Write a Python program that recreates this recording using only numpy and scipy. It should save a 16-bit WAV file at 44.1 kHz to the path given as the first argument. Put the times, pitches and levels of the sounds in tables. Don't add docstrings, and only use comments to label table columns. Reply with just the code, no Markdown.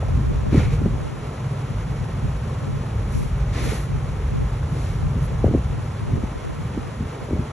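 import sys
import numpy as np
from scipy import signal
from scipy.fft import rfft, irfft, next_fast_len
from scipy.io import wavfile

SR = 44100
rng = np.random.default_rng(int(sys.argv[2]) if len(sys.argv) > 2 else 0)


def materialize(psi):
    bounded = np.clip(np.atleast_2d(psi).T, -1, 1)
    quanta = np.round(bounded * 32767).astype(np.int16)
    wavfile.write(sys.argv[1], SR, quanta)


N = 331632
T = np.arange(N) / SR
FREQS = np.maximum(np.fft.rfftfreq(N, 1 / SR), 1e-3)

# (frequency [Hz], side minus mid [dB])
WIDTH = [(30, -24), (100, -19), (220, -15), (330, -12), (520, -6), (660, -2), (850, -3), (1250, -4.5),
         (1550, -11), (1900, -16), (2400, -6.5), (3000, -4), (4000, -3.5), (4400, 0), (4900, 9), (5500, -6),
         (6000, -18), (6600, -5), (7500, 1), (8300, 11), (9000, 22), (9800, 12), (10600, 2), (11500, -8),
         (12000, -26)]
# (frequency [Hz], share [-1 to 1])
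LEFT_LEAD = [(250, 0), (470, -.35), (1500, -.2), (1800, .35), (4500, .5), (5300, -.65), (6500, .8),
             (8300, .8), (9700, -.7), (11000, -.85), (12000, 0)]
# (pitch [Hz], relative level [dB])
ENGINE_NOTES = [(46.4, -34), (59.9, -33), (81, -38.5), (106.2, -33.5), (126.7, -33.5), (144.8, -34.5),
                (162.5, -44), (200.5, -49), (224, -54.5)]
# (frequency [Hz], relative level [dB])
RUMBLE_EQ = [(18, -32), (30, -2), (45, 6), (65, 6.5), (100, 3), (140, 0.5), (180, -5), (260, -15.5),
             (400, -41), (800, -88)]
# (time [s], gain [dB])
BODY_FADER = [(0.0, -27), (0.2, -26.5), (0.35, -25.5), (0.7, -22), (0.97, -28), (1.1, -33.5), (1.45, -27),
              (1.9, -24), (2.7, -25.5), (4.4, -26.5), (5.3, -25), (6.05, -28), (6.42, -42), (6.65, -24),
              (6.88, -33), (7.52, -34.5)]
# (time [s], gain [dB])
SUB_FADER = [(0.0, -26.5), (0.18, -22.5), (0.7, -26), (0.93, -29), (1.05, -41), (1.45, -38.5), (2.4, -29.5),
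             (2.62, -41), (3.05, -27), (4.5, -29), (4.7, -28), (5.65, -27.5), (6.0, -42), (6.3, -34),
             (6.75, -44), (6.9, -51), (7.52, -45)]
# (pitch [Hz], level [dB], pitch wobble [Hz])
WHINES = [(608, -57, 4), (783, -59.5, 8), (1048, -56.5, 8), (1320, -59.5, 7), (1848, -63.5, 22),
          (2239, -63.5, 10), (3423, -71, 10)]
# (frequency [Hz], relative level [dB])
ROAR_EQ = [(60, -19), (250, -6.5), (320, -9), (420, -5), (520, -7.5), (690, -11), (860, -10.5), (1080, -12),
           (1330, -14), (1500, -18), (2250, -21.5), (3200, -26), (4600, -31), (7500, -32), (9000, -34),
           (11000, -32), (11700, -48), (12400, -86)]
# (time [s], nominal length [s], relative level [dB], low edge [Hz], nominal top [Hz])
BUFFETS = [(0.028, 0.0062, -26, 480, 850), (0.085, 0.007, -30.5, 450, 850), (0.154, 0.026, -19, 60, 124),
           (0.205, 0.019, -22, 65, 149), (0.529, 0.0072, -14.5, 152, 397), (0.544, 0.0033, -21.5, 280, 860),
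           (0.543, 0.023, -15, 220, 377), (0.575, 0.018, -13, 95, 190), (0.603, 0.0052, -24, 260, 740),
           (0.813, 0.028, -23, 80, 354), (0.86, 0.0061, -18.5, 220, 555), (0.863, 0.019, -16, 90, 308),
           (0.923, 0.026, -21, 55, 131), (4.72, 0.037, -24, 70, 216), (5.161, 0.022, -21, 90, 243),
           (5.442, 0.00803, -11.5, 208, 670), (5.46, 0.023, -14, 55, 160), (5.465, 0.006, -21, 230, 720),
           (5.477, 0.013, -21.5, 230, 600), (5.508, 0.022, -22, 190, 400), (5.54, 0.004, -22, 350, 780),
           (5.543, 0.017, -17, 55, 180), (5.548, 0.011, -13, 240, 470), (5.574, 0.011, -25, 220, 420),
           (6.131, 0.033, -18, 55, 182), (6.168, 0.018, -23, 130, 347), (6.235, 0.0161, -23, 200, 282),
           (6.315, 0.016, -27, 70, 258), (6.773, 0.022, -22.5, 170, 420), (7, 0.047, -23.5, 55.4, 217),
           (7.287, 0.0045, -29, 320, 650), (7.308, 0.0074, -22.5, 270, 493), (7.33, 0.013, -19.5, 190, 440),
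           (7.339, 0.012, -23, 45, 120), (7.35, 0.029, -26, 70, 304), (7.363, 0.011, -27.5, 280, 560),
           (7.39, 0.016, -30.5, 190, 420), (7.391, 0.017, -18, 55, 160), (7.412, 0.0096, -33, 170, 380)]
# (frequency [Hz], relative level [dB])
GUST_EQ = [(25, -13), (45, -2.5), (75, 3), (130, -10), (250, -9.5), (400, -24.5), (800, -76), (1600, -110)]
# (centre time [s], length [s], level [dB], treble offset [dB])
PUFFS = [(0.12, 0.093, -27.5, -1), (0.283, 0.065, -23.5, 1.5), (0.38, 0.05, -26.5, 1),
         (0.512, 0.12, -28, 3), (0.673, 0.1, -24, -3), (0.824, 0.057, -27, 2), (1.01, 0.16, -30.5, 2.5),
         (1.17, 0.096, -37, 1), (1.71, 0.033, -34, -4), (1.91, 0.05, -38, -2), (2.02, 0.032, -31, -7),
         (2.252, 0.042, -28.5, -5), (2.71, 0.098, -25, -3), (3.203, 0.096, -23, -2),
         (3.673, 0.083, -28, -3), (3.948, 0.086, -26.5, -5), (4.093, 0.099, -34, -14),
         (4.372, 0.083, -21, 1), (4.927, 0.061, -39, -11), (5.04, 0.076, -26.5, -8),
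         (5.236, 0.05, -37, -13), (5.337, 0.05, -31, -6), (5.477, 0.12, -33, -5), (5.744, 0.1, -31.5, -12),
         (6.06, 0.079, -27, -1), (6.168, 0.07, -29.5, 3), (6.26, 0.045, -36, 1), (6.364, 0.026, -32.5, 12),
         (6.48, 0.08, -30.5, 7), (6.58, 0.051, -28, -3), (6.835, 0.16, -37.5, 4), (7.233, 0.038, -34, 4)]
# (frequency [Hz], relative level [dB])
CROSSWIND_EQ = [(25, -17), (55, -1), (130, 2.5), (200, -4.5), (320, -10), (600, -17.5), (1000, -31),
                (1600, -44), (8000, -115)]
# (start [s], peak [s], end [s], level [dB], tilt [dB/octave], ring against hiss [dB])
HISSES = [(0.478, 0.582, 0.7, -28.5, -5, -15), (0.577, 0.641, 0.77, -39, -3.5, -6.5),
          (0.677, 0.735, 0.79, -38.5, -3, -9), (3.08, 3.151, 3.39, -45, 5.5, -8),
          (3.487, 3.607, 3.92, -28.5, -4, -18), (3.58, 3.674, 3.94, -40.5, 8, -31),
          (4.63, 4.804, 5.14, -47, 0, -20), (5.197, 5.26, 5.28, -49, 10, -30)]
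# (frequency [Hz], relative level [dB])
HISS_EQ = [(200, 0.5), (430, 7.5), (700, 0.5), (1050, 0), (1350, 4.5), (1550, 0), (1870, 5.5), (2400, 3.5),
           (3200, 1.5), (4350, 2.5), (4900, 0), (5700, 1), (7000, 0.5), (9000, -1.5), (11000, 1),
           (12500, -25), (13500, -43)]
# (start [s], length [s], level [dB])
BUMPS = [(0.651, 0.065, -36.5), (0.705, 0.065, -29), (0.747, 0.063, -41), (3.71, 0.033, -21.5)]


def undb(db):
    return 10 ** (np.asarray(db) / 20)


def unit(x):
    return x / np.sqrt(np.mean(x ** 2))


def colour(eq):
    hz, db = np.transpose(eq)
    return undb(np.interp(np.log(FREQS), np.log(hz), db))


def fader(points):
    return np.interp(T, *np.transpose(points))


def wander(rate):
    size = next_fast_len(N, real=True)
    hz = np.fft.rfftfreq(size, 1 / SR)
    return unit(irfft(rfft(rng.standard_normal(size)) * np.exp(-(hz / rate) ** 2), size)[:N])


def air(gain):
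    width = colour(WIDTH)
    lead = np.clip(np.interp(FREQS, *np.transpose(LEFT_LEAD)), -1, 1)
    mid, diffuse = rfft(rng.standard_normal((2, N))) * gain / np.sqrt(1 + width ** 2)
    side = width * (1j * lead * mid + np.sqrt(1 - lead ** 2) * diffuse)
    return unit(irfft([mid + side, mid - side], N))


def crossover(x, hz):
    low = irfft(rfft(x) / (1 + (FREQS / hz) ** 6), N)
    return low, x - low


def puff(centre, length):
    return 0.5 ** (np.abs(2 * (T - centre) / length) ** 3)


def engine_notes(waver_db=1.5, drift=0.0027, chug_db=1.2, lag_rad=0.044):
    out = 0
    chug = chug_db * wander(25)
    for hz, db in ENGINE_NOTES:
        phase = 2 * np.pi * np.cumsum(hz * (1 + drift * wander(2.01))) / SR
        lag = lag_rad * wander(0.099) * np.array([[1], [-1]])
        out = out + np.sqrt(2) * undb(db + chug + waver_db * wander(3.5)) * np.cos(phase + lag)
    return out


def low_end(notes_db=26.5, sub_db=1.5, lumps_db=1.6):
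    bed = undb(notes_db) * engine_notes() + air(colour(RUMBLE_EQ))
    sub, body = crossover(bed, hz=84.3)
    sub_gain = undb(fader(SUB_FADER) + sub_db + lumps_db * wander(6))
    return undb(fader(BODY_FADER)) * body + sub_gain * sub


def whines(waver_db=4.0, lag_rad=0.5):
    out = 0
    for hz, db, wobble_hz in WHINES:
        phase = 2 * np.pi * np.cumsum(hz + wobble_hz * wander(12)) / SR
        lag = lag_rad * wander(1.8) * np.array([[1], [-1]])
        out = out + undb(db) * unit(undb(waver_db * wander(11)) * np.cos(phase + lag))
    return out


def roar(level_db=-36.5, flutter_db=1.15, flicker_db=0.56, throb=0.03, duck_from_db=-24):
    mids, top = crossover(air(colour(ROAR_EQ)), hz=840)
    firing = 1 + throb * np.cos(2 * np.pi * ENGINE_NOTES[0][0] * T)
    wind_power = sum(undb(2 * (db + treble_db - duck_from_db)) * puff(centre, length)
                     for centre, length, db, treble_db in PUFFS)
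    mids = mids * undb(flutter_db * wander(14)) / np.sqrt(1 + wind_power)
    top = top * firing * undb(flicker_db * wander(31))
    return undb(level_db) * (mids + top)


def buffets(trim_db=-4.5, stretch=2.0, top_scale=0.8, ceiling_hz=850, rise=0.19, jolt=1.155, width=0.085):
    out = np.zeros((2, N + SR))
    hz = np.maximum(np.fft.rfftfreq(SR, 1 / SR), 1)
    port = 1 / np.sqrt(1 + (hz / ceiling_hz) ** 12)
    for time, length, db, low_hz, top_hz in BUFFETS:
        size = int(length * stretch * SR)
        start = max(int((time - 0.203 * length) * SR), 0)
        push = np.sin(np.pi / 2 * np.interp(np.arange(size) / size, [0, rise, 1], [0, 1, 0])) ** 2
        band = port / np.sqrt((1 + (low_hz / hz) ** 6) * (1 + (hz / (top_scale * top_hz)) ** 8))
        swings = push * rng.standard_normal((2, SR))[:, :size]
        swings[0, np.argmax(push)] += jolt * np.linalg.norm(push)
        whitened = np.exp(1j * np.angle(rfft(swings, SR)))
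        thud = np.roll(irfft(1j * band * whitened), SR // 2, axis=1)
        mid, side = unit(thud) * np.sqrt(size / SR)
        stereo = np.array([mid + width * side, mid - width * side])
        out[:, start:start + SR] += undb(db + trim_db) * stereo
    return out[:, SR // 2:SR // 2 + N]


def gusts(trim_db=-3.5, late=0.58):
    power = sum(undb(2 * db) * np.exp(-((T - time - late * length) / length) ** 2)
                for time, length, db, *_ in BUFFETS)
    return undb(trim_db) * np.sqrt(power) * air(colour(GUST_EQ))


def crosswind(flutter_db=2.5):
    noise = unit(irfft(rfft(rng.standard_normal(N)) * colour(CROSSWIND_EQ), N))
    bass, treble = crossover(noise, hz=300)
    bass_power = sum(undb(2 * db) * puff(centre, length) for centre, length, db, _ in PUFFS)
    treble_power = sum(undb(2 * (db + treble_db)) * puff(centre, length)
                       for centre, length, db, treble_db in PUFFS)
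    wind = np.sqrt(bass_power) * bass + np.sqrt(treble_power) * treble
    return undb(flutter_db * wander(22)) * wind * np.array([[1], [-1]])


def hisses(ring_hz=2106, climb_hz=218.5, ring_width_hz=690, grain_db=0.2, scuff_db=0.8):
    octaves = np.log2(np.maximum(FREQS, 200) / 2500)
    out = 0
    for start, peak, end, db, tilt, ring_db in HISSES:
        swell = np.sin(np.pi / 2 * np.interp(T, [start, peak, end], [0, 1, 0])) ** 2
        hiss = air(colour(HISS_EQ) * undb(tilt * octaves))
        phase = 2 * np.pi * np.cumsum(ring_hz + climb_hz * swell) / SR
        ring = unit(wander(ring_width_hz / 2) * np.cos(phase))
        out = out + undb(db + scuff_db * wander(27)) * swell * (hiss + undb(ring_db) * ring)
    return out * undb(-grain_db * wander(240))


def bumps(start_hz=415, climb_hz_per_s=1500, wobble=0.0501, rough_db=2.5):
    out = 0
    unsteady = 1 + wobble * wander(67.5)
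    for start, length, db in BUMPS:
        age = np.clip(T - start, 0, length)
        phase = 2 * np.pi * np.cumsum((start_hz + climb_hz_per_s * age) * unsteady) / SR
        out = out + undb(db) * np.sin(np.pi * age / length) ** 2 * np.cos(phase)
    return out * undb(-rough_db * wander(90))


def scene():
    return low_end() + whines() + roar() + buffets() + gusts() + crosswind() + hisses() + bumps()


def record(dry):
    fades = np.clip(np.minimum(T, T[-1] - T) / .005, 0, 1)
    low_cut = signal.butter(5, 33, "high", fs=SR, output="sos")
    high_cut = signal.ellip(8, .2, 80, 13400, fs=SR, output="sos")
    return signal.sosfilt(high_cut, fades * signal.sosfilt(low_cut, dry))


dry = scene()
out = record(dry)
materialize(out)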